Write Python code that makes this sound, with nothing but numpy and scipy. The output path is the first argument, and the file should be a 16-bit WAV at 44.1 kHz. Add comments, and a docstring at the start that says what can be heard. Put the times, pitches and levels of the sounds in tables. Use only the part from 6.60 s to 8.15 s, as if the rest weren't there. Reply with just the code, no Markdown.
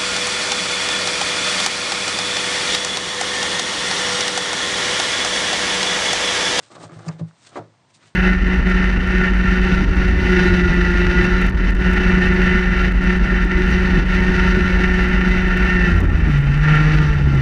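"""A hollow plastic barrel, shoved over packed snow by a polar bear, bumped twice and knocked as it is lifted.
The barrel booms in two low modes, clatters in its wall modes and rasps as it slides.
Snow crunches under barrel and paws; an icy crust snaps once and a bit of ice ticks.
Outdoors on one microphone, no echo: the barrel up front, faint wind and water behind."""
import sys
import numpy as np
from scipy import signal
from scipy.fft import rfft, irfft
from scipy.io import wavfile

SR = 44100
rng = np.random.default_rng(int(sys.argv[2]) if len(sys.argv) > 2 else 0)


def transcribe(signal):
    """Save signal, clipped to [-1, 1], as a 16-bit WAV file at the path in sys.argv[1]."""
    frames = np.atleast_2d(signal).T
    limited = np.clip(frames, -1, 1)
    pcm = np.round(limited * 32767).astype(np.int16)
    wavfile.write(sys.argv[1], SR, pcm)


N = 68355
T = np.arange(N) / SR
RING = T[:SR // 2]  # time since a blow [s]
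BAND_EDGE_HZ = 9250


def amp(db):
    """Decibels to gain."""
    return 10 ** (np.asarray(db) / 20)


def unit(x):
    """Scales to rms 1."""
    return x / np.sqrt(np.mean(x ** 2) + 1e-20)


def read(points, hz):
    """Reads a table on a log-frequency axis."""
    f, value = np.transpose(points)
    return np.interp(np.log(hz + 1), np.log(f + 1), value)


def add(mix, onset, sound):
    """Mixes a sound in at an onset in seconds."""
    part = mix[max(round(onset * SR), 0):][:len(sound)]
    part += sound[:len(part)]


def colour(x, spectrum):
    """Filters x by a spectrum and scales it to rms 1."""
    gain = amp(read(spectrum, np.fft.rfftfreq(len(x), 1 / SR)))
    return unit(irfft(rfft(x) * gain, len(x)))


def grains(per_s, spread_db):
    """A random train of clicks of uneven size."""
    sizes = rng.standard_normal(N) * amp(spread_db * np.minimum(rng.exponential(1, N), 3))
    return sizes * (rng.random(N) < per_s / SR)


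def decaying_sines(partials):
    """A sum of decaying sines at random phases."""
    return sum(amp(db - 60 * RING / t60) * np.sin(2 * np.pi * (hz * RING + rng.random()))
               for hz, db, t60 in partials)


def wind_and_water():
    """A faint, steady bed of wind and water behind the barrel."""
    # background spectrum (frequency [Hz], relative density [dB])
    spectrum = [(15, -73), (25, -42.5), (112, 4.5), (308, -9.5), (480, -29), (557, -40.5), (645, -10.5),
                (786, -11), (1030, -6), (1170, -20.5), (1950, -13.5), (2270, -17.5), (4860, -20.5),
                (5640, -22), (9000, -26.5), (11700, -52.5), (19800, -120)]
    return amp(-61.5) * colour(rng.standard_normal(N), spectrum)


def wall_modes():
    """The main modes of the plastic wall ringing down."""
    # wall resonances (frequency [Hz], relative level [dB], t60 [s])
    modes = [(211, -15, .22), (268, -14, .2), (303, -3, .18), (351, -7, .15), (369, -7, .18),
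             (439, -6, .19), (544, -3, .14), (573, -2, .15), (600, -4, .15), (659, -7, .16), (727, -3, .14),
             (819, -6, .15), (895, -4, .14), (949, -6, .14), (990, -6, .14), (1050, -3, .13),
             (1135, -2, .13), (1196, 1, .13), (1355, -11, .11), (1608, -7, .1), (2070, -12, .1),
             (2150, -12, .1)]
    return decaying_sines(modes) / np.sqrt(sum(amp(db) ** 2 for _, db, _ in modes) / 2)


def wall_ring(main, count=220):
    """The wall's answer to a blow: main modes and a crowd of weaker ones that varies with the spot."""
    # strength of the weaker modes (frequency [Hz], relative density [dB])
    crowd_spectrum = [(60, -35), (200, -12), (350, -7), (600, -0.5), (1100, -5), (1600, -1), (2150, -3.5),
                      (2700, -13), (5000, -17.5), (9500, -23)]
    # their decay (frequency [Hz], t60 [s])
    crowd_t60 = [(200, 0.54), (800, .15), (2000, 0.083), (8000, 0.02)]
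    edges = np.geomspace(200, BAND_EDGE_HZ, count + 1)
    hz = rng.uniform(edges[:-1], edges[1:])[:, None]
    size = amp(read(crowd_spectrum, hz)) * np.sqrt(hz)
    t = RING[:len(RING) // 2]
    decay = amp(-60 * t / read(crowd_t60, hz))
    crowd = (size * decay * np.sin(2 * np.pi * (hz * t + rng.random(hz.shape)))).sum(0)
    ring = amp(-1.5) * main
    add(ring, 0, amp(-5) * crowd / np.sqrt((size ** 2).sum() / 2))
    return ring * np.minimum(RING / .0015, 1)  # a blow takes 1.5 ms to spread over the wall


def barrel_drag():
    """Small slips over the snow rasp and set the wall ringing."""
    # course of the rasp (time [s], level [dB])
    course = [(0, -50), (.05, -61), (.098, -65.5), (.118, -50.5), (.16, -43), (.19, -45.5), (.235, -41.5),
              (.28, -49.5), (.33, -44.5), (.375, -49.5), (.41, -48), (.45, -47), (.52, -50), (.57, -54.5),
              (.68, -62.5), (.82, -66), (.9, -59.5), (.95, -45), (1.0, -45), (1.1, -65.5)]
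    # plastic sliding on snow (frequency [Hz], relative density [dB])
    rasp_spectrum = [(50, -35), (110, 8.5), (230, 3), (350, 6.5), (460, 1.5), (650, 7), (900, -3.5),
                     (1250, 1), (1800, -7.5), (2600, -16.5), (4000, -16.5), (9000, -31)]
    slips = grains(per_s=1500, spread_db=1)
    level = amp(np.interp(T, *np.transpose(course)))
    ring = wall_ring(wall_modes())
    ringing = signal.fftconvolve(level * unit(slips), ring / np.linalg.norm(ring))[:N]
    return level * colour(slips, rasp_spectrum) + amp(-9) * ringing


def snow_crunches():
    """Snow gives under paws and barrel: bright grit over duller packing, swelling and fading."""
    # crunches (peak time [s], rise [s], fall [s], grit level [dB], packing level [dB])
    crunches = [(0.034, .035, 0.1, -53.5, -57.5), (0.118, .015, 0.035, -50, -62),
                (0.157, .02, 0.016, -48.5, -47), (0.242, .055, 0.029, -44, -55),
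                (0.34, .02, 0.095, -55.5, -56.5), (0.429, .04, 0.026, -57, -55),
                (0.466, 0.012, 0.021, -46, -58.5), (0.523, .03, 0.038, -58, -51.5),
                (0.595, .012, .02, -56, -48.5), (0.688, .025, 0.026, -61.5, -60),
                (0.87, .1, 0.054, -52, -54.5), (0.869, 0.0014, .009, -41.5, -50),
                (0.891, .002, 0.014, -48.5, -75), (0.976, .045, 0.02, -51.5, -44.5),
                (1.306, .02, 0.016, -61.5, -61.5), (1.349, .016, 0.033, -51, -66),
                (1.429, 0.038, 0.057, -63, -54), (1.474, .05, 0.043, -58, -54.5)]
    # bright grit (frequency [Hz], relative density [dB])
    grit_spectrum = [(200, -30.5), (1200, -13), (2600, 2), (3900, 7), (5200, 4), (7000, 4), (8700, 4.5),
                     (9600, -1.5)]
    # snow packing down (frequency [Hz], relative density [dB])
    packing_spectrum = [(80, -15.5), (300, -7), (700, -10), (1200, -5), (1700, -2.5), (2600, -8),
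                        (4000, -10), (9000, -24.5)]
    grit_power, packing_power = np.zeros((2, N))
    for peak, rise, fall, grit_db, packing_db in crunches:
        swell = amp(-14 * np.maximum((peak - T) / rise, (T - peak) / fall) ** 1.05)
        grit_power += (amp(grit_db) * swell) ** 2
        packing_power += (amp(packing_db) * swell) ** 2
    return sum(np.sqrt(power) * colour(grains(per_s=6000, spread_db=-2), spectrum)
               for power, spectrum in [(grit_power, grit_spectrum), (packing_power, packing_spectrum)])


def wall_knocks():
    """Each knock rings the wall, duller for a softer contact, and cracks the icy snow."""
    # knocks (onset [s], ring [dB], dull above [Hz], crack [dB], damping by paw and snow [dB/s])
    knocks = [(.102, -45, 1200, -66, 200), (.116, -44.5, 2560, -57, 87), (.152, -40.5, 3000, -61, 204),
              (0.165, -40.5, 880, -68, 218), (0.234, -32, 960, -54, 204), (0.293, -43, 1740, -59, 204),
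              (0.318, -47, 1970, -54, 203), (0.39, -41.5, 2500, -48.5, 198.5), (.462, -32.5, 890, -66, 349),
              (0.481, -39, 2000, -38, 303), (0.4852, -31.5, 3600, -41.5, 64),
              (0.594, -32.5, 800, -54.5, 398), (0.611, -28.5, 417, -78, 149), (.9565, -28, 2460, -69, 22),
              (.9702, -25.5, 1370, -57, 23), (.9839, -31, 1300, -65, 15)]
    # brittle crack of icy snow (frequency [Hz], relative density [dB])
    crack_spectrum = [(300, -38), (2000, -3.5), (3300, -14), (4500, 1), (7200, 0.5), (9500, -9)]
    crack_rise_s, crack_t60_s = .001, .04
    out, main = np.zeros(N), wall_modes()
    for onset, ring_db, dull_hz, crack_db, damping in knocks:
        contact = signal.butter(2, min(dull_hz, BAND_EDGE_HZ), fs=SR)
        add(out, onset, amp(ring_db - damping * RING) * signal.lfilter(*contact, wall_ring(main)))
        burst = np.minimum(RING / crack_rise_s, 1) * amp(crack_db - 60 * RING / crack_t60_s)
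        add(out, onset, burst * colour(rng.standard_normal(len(RING)), crack_spectrum))
    return out


def barrel_bumps():
    """A soft push dents the wall with a dull thud and swells two low modes, which then die away."""
    # bumps (onset [s], push length [s], lower mode [dB], upper mode [dB], t60 [s])
    bumps = [(.163, 0.072, -53, -44.5, .15), (.232, 0.034, -38, -40.5, .15),
             (.308, 0.023, -49.5, -37.5, 0.38), (.352, 0.026, -37.5, -44.5, 0.35),
             (.4615, 0.043, -36.5, -19.5, 0.078), (.518, 0.038, -48.5, -35, 0.33),
             (0.5969, 0.038, -29, -20, 0.16), (0.965, 0.0348, -37.5, -41.5, 0.33),
             (1.42, 0.062, -55.5, -63, 0.28)]
    lower_hz, upper_hz, dent_s = 110.3, 162.16, .0014
    out = np.zeros(N)
    for onset, push_s, lower_db, upper_db, t60 in bumps:
        force = np.sin(np.pi * np.minimum(RING / push_s, 1))
        decay = amp(-60 * RING / t60)  # short while a paw damps the barrel
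        swell = signal.fftconvolve(force, decay)[:len(RING)]
        lower = amp(lower_db) * np.sin(2 * np.pi * lower_hz * RING)
        upper = amp(upper_db) * np.sin(2 * np.pi * upper_hz * RING)
        dent_time = (RING - .527 * push_s) / dent_s  # the wall dents and springs back in mid-push
        thud = -amp(lower_db - 4.5) * 2 * dent_time * np.exp(-dent_time ** 2)
        add(out, onset, swell / swell.max() * (lower + upper) + thud)
    return out


def crust_snap():
    """A crust of ice gives under the first big bump: a short burst of clicks makes one bright snap."""
    # brief, narrow treble peaks that colour the snap (frequency [Hz], relative level [dB], t60 [s])
    peaks = [(1750, -9, .03), (2100, -5, .04), (2550, -6, .03), (2880, -10, .015), (4250, -7, .012),
             (4700, -2, .018), (5120, -3, .012), (5600, -6, .01), (6150, -6, .012), (6780, -2, .012),
             (7150, 1, .015), (7620, -2, .014), (8700, -5, .01)]
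    burst_s = .0075
    clicks = rng.choice([-1., 1.], len(RING)) * (rng.random(len(RING)) < .2) * (RING < burst_s)
    snap = signal.fftconvolve(clicks, decaying_sines(peaks))
    snap /= np.sqrt(np.sum(snap ** 2) / (burst_s * SR))
    out = np.zeros(N)
    add(out, onset=.4815, sound=amp(-37.5) * snap)
    return out


def ice_tick(onset=.711, db=-38.5, hz=1296, t60=.0053):
    """One small dry tick of ice: a single tone that dies at once."""
    out = np.zeros(N)
    add(out, onset, amp(db - 60 * RING / t60) * np.sin(2 * np.pi * hz * RING))
    return out


def scene():
    """Barrel, snow and background as they reach the one microphone."""
    blows = barrel_bumps() + wall_knocks() + crust_snap()
    return (blows + barrel_drag() + snow_crunches() + ice_tick() + wind_and_water())[None]


def record(dry):
    """The recorder's low cut and band limit."""
    low_cut_hz = 55
    low_cut = signal.butter(2, low_cut_hz, "high", fs=SR, output="sos")
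    band_limit = signal.firwin(511, BAND_EDGE_HZ, window=("kaiser", 9), fs=SR)
    return signal.oaconvolve(signal.sosfilt(low_cut, dry), band_limit[None], "same")


dry = scene()
out = record(dry)
transcribe(out)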